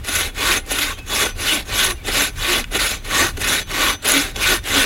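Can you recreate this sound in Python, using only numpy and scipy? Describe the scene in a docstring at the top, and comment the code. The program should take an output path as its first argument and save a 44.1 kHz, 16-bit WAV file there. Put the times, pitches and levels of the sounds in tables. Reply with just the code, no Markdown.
"""Wind rumbles, and almost at once a bow saw starts cutting a dry log in a wood, about three strokes a second.
Teeth tear fibres in a dense, uneven rattle: random clicks that rasp and hiss in the cut, thud in the log
and ring the steel blade and frame. Snagged teeth snap as bursts of noise; the log hums and, while
the saw turns, thin squeaks sing as gliding notes. The wind is coloured noise, and a fading
noise tail makes the trees answer faintly."""
import sys
import numpy as np
from scipy import signal
from scipy.fft import rfft, irfft, next_fast_len
from scipy.io import wavfile
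from scipy.ndimage import uniform_filter1d, map_coordinates

SR = 44100
rng = np.random.default_rng(int(sys.argv[2]) if len(sys.argv) > 2 else 0)


def dump_mix(stems):
    """Bounce the given channels to the path in sys.argv[1] as a 16-bit WAV at rate SR."""
    frames = np.atleast_2d(stems).T  # one column per channel
    limited = np.clip(frames, -1, 1)  # hard clip at full scale
    pcm = np.round(limited * 32767).astype(np.int16)
    wavfile.write(sys.argv[1], SR, pcm)


def convert_level_to_amplitude(level_db):
    """Map a level in decibels to its linear amplitude factor."""
    exponent = np.asarray(level_db, float) / 20
    return 10 ** exponent


N = 214095  # length of the scene in samples

# saw strokes, push and pull in turn, levels before the mix:
# (start [s], fastest [s], stop [s], rasp at full speed [dB], hiss over rasp [dB])
STROKES = [(.028, .199, 0.32, -20.5, -2.5), (.327, .522, 0.62, -16, -4.5), (.642, .838, 0.964, -21.5, -5),
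           (1.044, 1.226, 1.338, -17.5, -3.5), (1.341, 1.515, 1.642, -17.9, -4.2),
           (1.639, 1.865, 1.95, -16, -4), (2.03, 2.19, 2.316, -17.5, -4.5),
           (2.338, 2.542, 2.651, -16.5, -6), (2.699, 2.82, 2.999, -17.5, -4.5),
           (3.026, 3.222, 3.333, -16.5, -3.5), (3.374, 3.528, 3.644, -17, -5.5),
           (3.655, 3.874, 3.979, -16, -5.5), (4.016, 4.105, 4.34, -16, -5.5),
           (4.333, 4.524, 4.609, -15, -3.5), (4.627, 4.821, 4.921, -15, -6.5)]
# the blade bites deeper, or skips, for a moment: (time [s], gain [dB], length [s])
SURGES = [(0.049, 4.5, 0.0038), (0.089, 7, 0.01), (0.158, 3.5, 0.0099), (0.206, 3, 0.013),
          (0.568, 2.5, 0.012), (0.715, 8.5, 0.018), (0.763, 3, 0.017), (0.79, 7, 0.006),
          (0.824, 3.6, 0.012), (0.916, 2.5, 0.02), (0.99, 13, 0.014), (1.248, -4, 0.006),
          (1.376, -6, 0.022), (1.469, 2.5, 0.007), (1.692, 0, 0.0028), (1.908, 5, 0.0079),
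          (2.084, 5, 0.016), (2.11, -3, 0.022), (2.36, -1, 0.0023), (2.593, 3.5, 0.027), (2.754, 4, 0.009),
          (2.785, -8, 0.0054), (2.868, 2.5, 0.007), (3.05, 5.5, 0.007), (3.09, -4, 0.0068),
          (3.152, 2.5, 0.013), (3.209, 1.5, 0.018), (3.375, 19, 0.007), (3.416, 4.0, 0.011),
          (3.445, 6.5, 0.0055), (3.489, 0, 0.0081), (3.73, -7, 0.0048), (3.935, 0.5, 0.03),
          (4.036, -5.7, 0.0061), (4.054, 4, 0.0074), (4.113, 1.5, 0.022), (4.168, 4, 0.017),
          (4.281, -1.5, 0.03), (4.362, 5, 0.0036), (4.431, 1.5, 0.0082), (4.75, 3, 0.0084),
          (4.777, 3.5, 0.016)]


def unit(x):
    """Scales a sound to an rms (average strength) of 1."""
    return x / np.sqrt(np.mean(x ** 2) + 1e-20)


def along(points, hz):
    """Reads a curve of (frequency [Hz], value) points, evenly spaced by pitch."""
    f, v = np.transpose(points)
    return np.interp(np.log(hz + 1), np.log(f + 1), v)


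def curves(rows):
    """Draws straight lines between rows: one value per sample for each column after the time."""
    s, *columns = np.transpose(rows)
    return [np.interp(np.arange(N) / SR, s, column) for column in columns]


def wobble(rate):
    """A smooth random curve through rate random points a second."""
    points = rng.standard_normal(int(5 * rate) + 9)
    return map_coordinates(points, [np.arange(N) * rate / SR])


def bumps(rows):
    """Adds up brief bell-shaped rises or dips from (time [s], gain [dB], length [s]) rows."""
    out = np.zeros(N)
    for s, db, length in rows:
        first = max(round((s - 3 * length) * SR), 0)
        last = min(round((s + 3 * length) * SR), N)
        i = np.arange(first, last)
        out[i] += db * np.exp(-((i / SR - s) / length) ** 2)
    return out


def filtered(x, response):
    """Multiplies each frequency of x by a response, which may be complex."""
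    m = next_fast_len(N + SR // 2)
    return irfft(rfft(x, m) * response(np.fft.rfftfreq(m, 1 / SR)), m)[:N]


def coloured(x, spectrum):
    """Shapes x with (frequency [Hz], level [dB]) points, then scales it to rms 1."""
    return unit(filtered(x, lambda hz: convert_level_to_amplitude(along(spectrum, hz))))


def patchy(x, patchy_db):
    """Each fibre sounds its own colour: random gain patches over time and pitch."""
    z = signal.stft(x, nperseg=256)[2]
    across_pitch = uniform_filter1d(rng.standard_normal(z.shape), 5, 0)
    patches = unit(uniform_filter1d(across_pitch, 7, 1))
    return unit(signal.istft(z * convert_level_to_amplitude(patchy_db * patches), nperseg=256)[1][:N])


def mode(hz, centre_hz, width_hz):
    """One resonance: the response is strongest at its centre and dies away in time after a knock."""
    return 1j * hz * width_hz / (centre_hz ** 2 - hz ** 2 + 1j * hz * width_hz)


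def sliding_mode(drive, hz, width_hz):
    """A resonance whose pitch moves: shift down to 0 Hz, ring there, shift back."""
    spin = np.exp(2j * np.pi * np.cumsum(hz) / SR)
    pole = np.exp(-np.pi * width_hz / SR)  # a wider resonance dies sooner
    ringing = signal.lfilter([1 - pole], [1, -pole], drive / spin)
    return 2 * (spin * ringing).real


def tone(rows, rise, drift, octave_db):
    """Short wavering notes with one overtone; each glides, swells over the share rise of its length and fades."""
    out = np.zeros(N)
    bend, waver = 1 + drift * wobble(60), convert_level_to_amplitude(2.9 * wobble(40))
    for start, length, first_hz, last_hz, db in rows:
        i = np.arange(round(start * SR), min(round((start + length) * SR), N))
        u = (i / SR - start) / length  # progress through the note, 0 to 1
        hz = (first_hz + (last_hz - first_hz) * u) * bend[i]
        phase = 2 * np.pi * np.cumsum(hz) / SR
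        swell = np.sin(np.pi / 2 * np.interp(u, [0, np.clip(rise, .05, .95), 1], [0, 1, 0]))
        out[i] += convert_level_to_amplitude(db) * swell * (np.sin(phase) + convert_level_to_amplitude(octave_db) * np.sin(2 * phase))
    return 2 ** .5 * waver * out


def wind():
    """Lumpy buffeting on the microphone over a thin rustle of far leaves, both made of coloured noise."""
    # strength of the buffeting: (time [s], level [dB])
    gusts = [(0.0, -28), (0.07, -38), (0.11, -30.5), (0.81, -34), (1.46, -31.5), (1.51, -39), (1.62, -30.5),
             (1.67, -33), (1.71, -23), (1.81, -33), (2.11, -28.5), (2.21, -36), (2.39, -22.5), (2.44, -34),
             (2.55, -35), (2.58, -28), (2.93, -30.5), (2.96, -33), (3.39, -27), (3.66, -33.5),
             (3.67, -27.5), (4.0, -36), (4.81, -29), (4.85, -40)]
    # colour of the buffeting: (frequency [Hz], level [dB per Hz])
    rumble = [(12, -59), (25, 1), (36, 2), (60, -6.5), (90, -5), (150, -19.5), (250, -27), (500, -48.5)]
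    # colour of the far leaves: (frequency [Hz], level [dB per Hz])
    leaves = [(100, -4), (250, 2.5), (700, -11.5), (1500, -7.5), (3500, -11), (5000, -36), (9000, -39),
              (12000, -44), (16000, -50)]
    (buffet_db,) = curves(gusts)
    buffet = unit(convert_level_to_amplitude(0.66 * wobble(11)) * coloured(rng.standard_normal(N), rumble))
    rustle = convert_level_to_amplitude(-46.5 + 0.55 * wobble(4.0)) * coloured(rng.standard_normal(N), leaves)
    return convert_level_to_amplitude(buffet_db) * buffet + rustle


def strokes():
    """Blade speed rises and falls as two quarter waves; it sets the levels of rasp and hiss."""
    t = np.arange(N) / SR
    # the blade scuffs in the cut while the saw turns: rasp and hiss, before the mix [dB]
    rasp, hiss, speed = convert_level_to_amplitude(-47.5) ** 2, convert_level_to_amplitude(-57) ** 2, 0
    for k, (start, fastest, stop, db, hiss_db) in enumerate(STROKES):
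        # loudness grows as speed to this power; brake under 1: the arm starts braking early;
        # fade_db: change of the hiss from start to stop
        if k % 2:
            power, brake, fade_db = 1.54, .68, 0  # pull
        else:
            power, brake, fade_db = 1.29, .92, -3  # push
        speeding_up = np.interp(t, [start, fastest], [0, 1])
        slowing = np.interp(t, [fastest, stop], [0, 1]) ** brake
        moving = np.sin(np.pi / 2 * (speeding_up - slowing))
        loud = (convert_level_to_amplitude(db) * moving ** power) ** 2
        fade = fade_db * np.interp(t, [start, stop], [-.5, .5])
        rasp = rasp + loud
        hiss = hiss + loud * convert_level_to_amplitude(hiss_db + fade) ** 2
        speed = np.maximum(speed, moving)
    return 10 * np.log10(rasp), 10 * np.log10(hiss), speed


def teeth(phase, per_s, spread_db, chatter_db, gate_db):
    """Fibres break at random moments, a few much harder, bunched by each passing tooth and by blade chatter."""
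    chance, size, side = rng.random((3, N))
    strength = (1 - size) ** (-spread_db / 20)
    clicks = (chance < per_s / SR) * strength * np.sign(side - .5)
    bunch_db = gate_db * np.sin(phase) + chatter_db * (wobble(28) + 0.45 * wobble(80))
    return unit(clicks * convert_level_to_amplitude(bunch_db)) * convert_level_to_amplitude(bumps(SURGES))


def tearing_rasp(bite, rasp_db):
    """The breaking fibres sound through the broad colour of tearing wood."""
    # colour of tearing wood: (frequency [Hz], level [dB per Hz])
    colour = [(400, -42), (900, -13), (1400, -1), (2500, -1.5), (4000, 0), (5000, -9.5), (7000, -27)]
    return convert_level_to_amplitude(rasp_db - 5.5) * patchy(coloured(bite, colour), patchy_db=3.5)


def fibre_hiss(bite, hiss_db):
    """The same breaking fibres give a brighter hiss."""
    # colour of the hiss: (frequency [Hz], level [dB per Hz])
    colour = [(3500, -12), (5000, -4), (6500, 2.5), (8800, -3), (10700, -2.5), (13000, -6.5), (15500, -23),
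              (17000, -45)]
    return convert_level_to_amplitude(hiss_db - 8.0) * patchy(coloured(bite, colour), patchy_db=5.5)


def log_thud(bite, rasp_db, speed):
    """The bite shakes the log, whose resonances turn it into a thud."""
    # resonances of the log: (pitch [Hz], width [Hz], level [dB])
    log_modes = [(217.4, 148, -9), (291, 66, 0), (383, 59.4, 0.5), (430, 92, 0), (612, 135, -6.5),
                 (781, 60, -3)]
    # the blade catches and thumps the log: (time [s], gain [dB], length [s])
    thumps = [(.092, 3.5, 0.011), (.712, 6, 0.0072), (1.25, 8.5, .015), (2.088, 5.5, 0.015),
              (2.757, 6.5, .012), (3.2, 4.5, 0.038), (4.06, 2, 0.026), (4.27, 6, .025), (4.52, 6.5, 0.021)]

    def wood(hz):
        # every other mode is turned upside down
        return sum((-1) ** k * convert_level_to_amplitude(db) * mode(hz, c, w) for k, (c, w, db) in enumerate(log_modes))

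    thud_db = rasp_db - 11 + 8 * (1 - speed)  # gains up to 8 dB on the rasp as the blade slows
    knocks = bite * convert_level_to_amplitude(1.96 * wobble(16) + bumps(thumps))
    return convert_level_to_amplitude(thud_db) * unit(filtered(knocks, wood))


def steel_ring(bite, rasp_db, hiss_db, snaps):
    """Blade and frame ring at many pitches that bend and swell as the cut slides along the blade."""
    # middle pitch of each way the steel rings: [Hz]
    steel_hz = [1150, 1497, 1835, 2080, 2300, 2505, 2725, 2925, 3420, 3692, 4022, 5180, 5630, 6065, 6390,
                6715, 6950, 7378, 8720, 9280, 9640, 9740, 10300, 10720, 10760, 11600]
    # the same modes, drive before the mix:
    # (width [Hz], level on the push [dB], level on the pull [dB], rise of pitch along a push [%])
    steel = [(75, -10, 0.5, -2.5), (75.5, 0.5, 2, 4), (79, -4.5, -1, 0.2), (108, -3.5, -7.5, 8),
             (61, -4, -4, -1.5), (78, -3, -1, -5), (64.3, -3.5, -9, -10.5), (50.3, -5.5, -2, 1.5),
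             (33, 1.5, 3, 0), (40.3, 1, -2, 4.4), (47.5, -11, -21, 5), (83.333, -12, -13, 7),
             (58, -13, -6, -1), (11, 5, 5, 0.6), (70, -8, 0.5, 5.5), (30, 0.5, -16, -2.5), (50, -6, -8, 12),
             (46.4, -4, -4, -2.5), (40, -22, -15.5, -3.5), (47, -73, -71, 0.13), (148, -10, -17.5, -4),
             (15, -1, 0, -0.2), (70, -10, -9, -2), (11, 3.5, -1, 0.7), (129, 0.5, -1, 2.8),
             (62, -7, -10, 0)]
    # one mode, the nearest in pitch, is driven harder or softer: (time [s], pitch [Hz], gain [dB], length [s])
    singing = [(0.25, 8900, 13, 0.08), (0.573, 6390, 14.5, 0.014), (.57, 10720, 21, 0.015),
               (.57, 6700, 13, .02), (0.92, 10600, 12.5, .03), (0.903, 1150, 16, 0.046),
               (1.117, 3420, 12, 0.036), (1.5, 3420, 6, 0.036), (1.25, 8100, 26, .02), (.57, 6065, -5, .02),
               (2.2, 6065, 5, 0.018), (1.54, 8720, 10, 0.016), (2.23, 12000, 9, 0.046),
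               (2.24, 7300, 9, 0.036), (1.5, 2925, 19, 0.018), (2.85, 2300, 13.5, 0.025),
               (1.9, 4022, 16, 0.031), (4.2, 3420, 8, 0.026), (3.6, 6065, 10, .03), (4.11, 10720, 9, 0.018),
               (3.2, 6065, 13, 0.035), (4.25, 9740, 1, 0.036), (4.469, 6715, 23, 0.019)]
    turns = [(s, k % 2) for k, row in enumerate(STROKES) for s in (row[0] + .02, row[2] - .02)]
    (pull,) = curves(turns)  # 0 on the push, 1 on the pull
    ends = [(row[0], k % 2 - .5) for k, row in enumerate(STROKES)]
    (place,) = curves(ends + [(STROKES[-1][2], .5)])  # place of the cut along the blade
    out = 0
    for centre_hz, (width_hz, push_db, pull_db, rise) in zip(steel_hz, steel):
        songs = []
        for s, hz, db, length in singing:
            nearest_hz = min(steel_hz, key=lambda f: abs(f - hz))
            if nearest_hz == centre_hz:
                songs.append((s, db, length))
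        effort_db = (hiss_db if centre_hz > 5000 else rasp_db) + bumps(songs)
        stroke_db = push_db + pull * (pull_db - push_db)
        drive = bite * convert_level_to_amplitude(effort_db + stroke_db + 2.3 * wobble(12) + 8.5)
        drive = drive + snaps * convert_level_to_amplitude(push_db + 15)  # snaps ring the steel too
        out = out + sliding_mode(drive, centre_hz * (1 + rise / 100 * place), width_hz)
    return out


def saw():
    """The same bite drives wood, log and steel, with snaps and hums on top."""
    rasp_db, hiss_db, speed = strokes()
    # the treble takes an extra share of each surge and flickers by itself
    hiss_db = hiss_db + 0.43 * bumps(SURGES) + 2 * wobble(40)
    teeth_hz = 340  # teeth passing the cut each second at full speed
    phase = 2 * np.pi * np.cumsum(teeth_hz * speed) / SR
    bite = teeth(phase, per_s=9000, spread_db=3.0, chatter_db=0.72, gate_db=1.0)
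    snaps = ticks()
    wood = tearing_rasp(bite, rasp_db) + fibre_hiss(bite, hiss_db) + log_thud(bite, rasp_db, speed)
    return wood + log_hums() + steel_ring(bite, rasp_db, hiss_db, snaps) + snaps


def trees(x):
    """The trunks send back a faint echo; each frequency of it dies at its own speed."""
    # time for the echo to fade by 60 dB: (frequency [Hz], time [s])
    fading = [(300, 0.25), (2000, 0.34), (10000, 0.18)]
    # bark and leaves swallow the echo's treble: (frequency [Hz], level [dB])
    dulling = [(200, 12), (3500, -14), (6000, -3.5), (16000, -18)]
    dull = filtered(x, lambda hz: convert_level_to_amplitude(along(dulling, hz)))
    hz, t, z = signal.stft(rng.standard_normal(SR // 2), SR, nperseg=256)
    decay = convert_level_to_amplitude(-60 * t / along(fading, hz)[:, None])
    tail = signal.istft(z * decay, SR, nperseg=256)[1]
    late = np.pad(dull, (600, 0))  # the echo starts 600 samples late
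    return convert_level_to_amplitude(-26) * signal.fftconvolve(late, tail / np.linalg.norm(tail))[:N]


def ticks():
    """A snagged tooth lets go: a sudden burst of noise, strongest around one pitch."""
    # sharp snaps and ticks: (time [s], peak level [dB], pitch [Hz], time to fade by 60 dB [s])
    snags = [(.0463, -28, 5130, 0.022), (.0867, -23, 2420, .015), (.3471, -38, 6070, .025),
             (.6629, -35.5, 9000, .03), (2.3576, -43, 3570, .025), (2.338, -45, 10000, .015),
             (2.6416, -24.5, 2320, 0.0085), (3.1467, -16, 2510, .004), (4.024, -35, 7990, 0.029),
             (4.0697, -16, 13550, 0.0036), (4.0784, -12, 9980, 0.0041), (4.0877, -5.5, 10300, 0.0048),
             (4.0964, -6, 10700, 0.0034), (4.1195, -4, 10600, 0.0037), (4.139, -10, 11900, 0.0045),
             (4.1795, -13, 8960, 0.0041), (4.36, -26, 3240, .005), (4.3641, -19, 4400, 0.0056),
             (4.6391, -34, 5500, 0.026)]
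    out, t = np.zeros(N + SR), np.arange(SR // 20) / SR
    for s, db, hz, t60 in snags:
        fade = convert_level_to_amplitude(-60 * t / np.clip(t60, .002, .05))
        burst = fade * (rng.standard_normal(len(t)) + 0.19 * np.sin(2 * np.pi * hz * t))
        peak = signal.iirpeak(hz, .8, SR)
        band = signal.lfilter(*peak, signal.lfilter(*peak, burst))  # twice: steep on both sides
        out[round(s * SR):][:len(t)] += convert_level_to_amplitude(db) * band / np.abs(band).max()
    return out[:N]


def log_hums():
    """The log hums for a moment: low gliding notes with a clear overtone."""
    # hums: (start [s], length [s], first pitch [Hz], last pitch [Hz], level [dB])
    hums = [(.08, 0.072, 288, 308, -44), (.46, 0.11, 357, 352, -31), (.77, 0.12, 301, 290, -35),
            (1.2, 0.079, 402, 450, -31.5), (1.51, 0.068, 309, 296, -29.5), (1.72, 0.077, 294, 361, -38),
            (1.86, 0.089, 394, 346, -32.5), (2.125, 0.16, 265, 305, -34.5), (2.48, 0.071, 347, 364, -24.5),
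            (2.57, 0.064, 248, 235.5, -32), (2.77, 0.078, 285, 290, -31.5), (3.18, 0.101, 315, 352, -33.5),
            (3.4, 0.19, 265, 270, -37), (3.82, 0.066, 335, 313, -29.5), (4.04, 0.1, 246, 260, -37),
            (4.11, 0.12, 284, 280, -24), (4.47, .1, 376, 345, -26), (4.74, 0.11, 289, 260, -24.5)]
    return tone(hums, rise=0.44, drift=0.028, octave_db=-12)


def turning_squeaks():
    """Thin squeaks while the saw turns: nearly pure, high gliding notes."""
    # squeaks: (start [s], length [s], first pitch [Hz], last pitch [Hz], level [dB])
    squeaks = [(.59, .095, 2098, 2080, -48), (.92, 0.1, 3150, 3170, -48), (.978, .085, 2580, 2580, -38.5),
               (1.318, .05, 2420, 2570, -44), (1.935, .06, 2800, 2800, -50), (1.975, 0.04, 2470, 2220, -48),
               (2.005, 0.023, 2180, 2420, -45)]
    return tone(squeaks, rise=0.34, drift=0.0045, octave_db=-21)


def scene():
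    """Saw close by, its echo and the wind."""
    near = saw() + turning_squeaks()
    return (near + trees(near) + wind())[None]


def roll_off(x):
    """The treble ends steeply here."""
    return signal.sosfilt(signal.butter(12, 16240, fs=SR, output="sos"), x)


def record(dry):
    """Peaks are clipped at full scale, then everything from 15950 Hz up is cut away."""
    clipped = np.clip(dry[0], -1, 1)
    mix = filtered(clipped, lambda hz: hz < 15950)[None]
    return roll_off(mix)


dry = scene()
out = record(dry)
dump_mix(out)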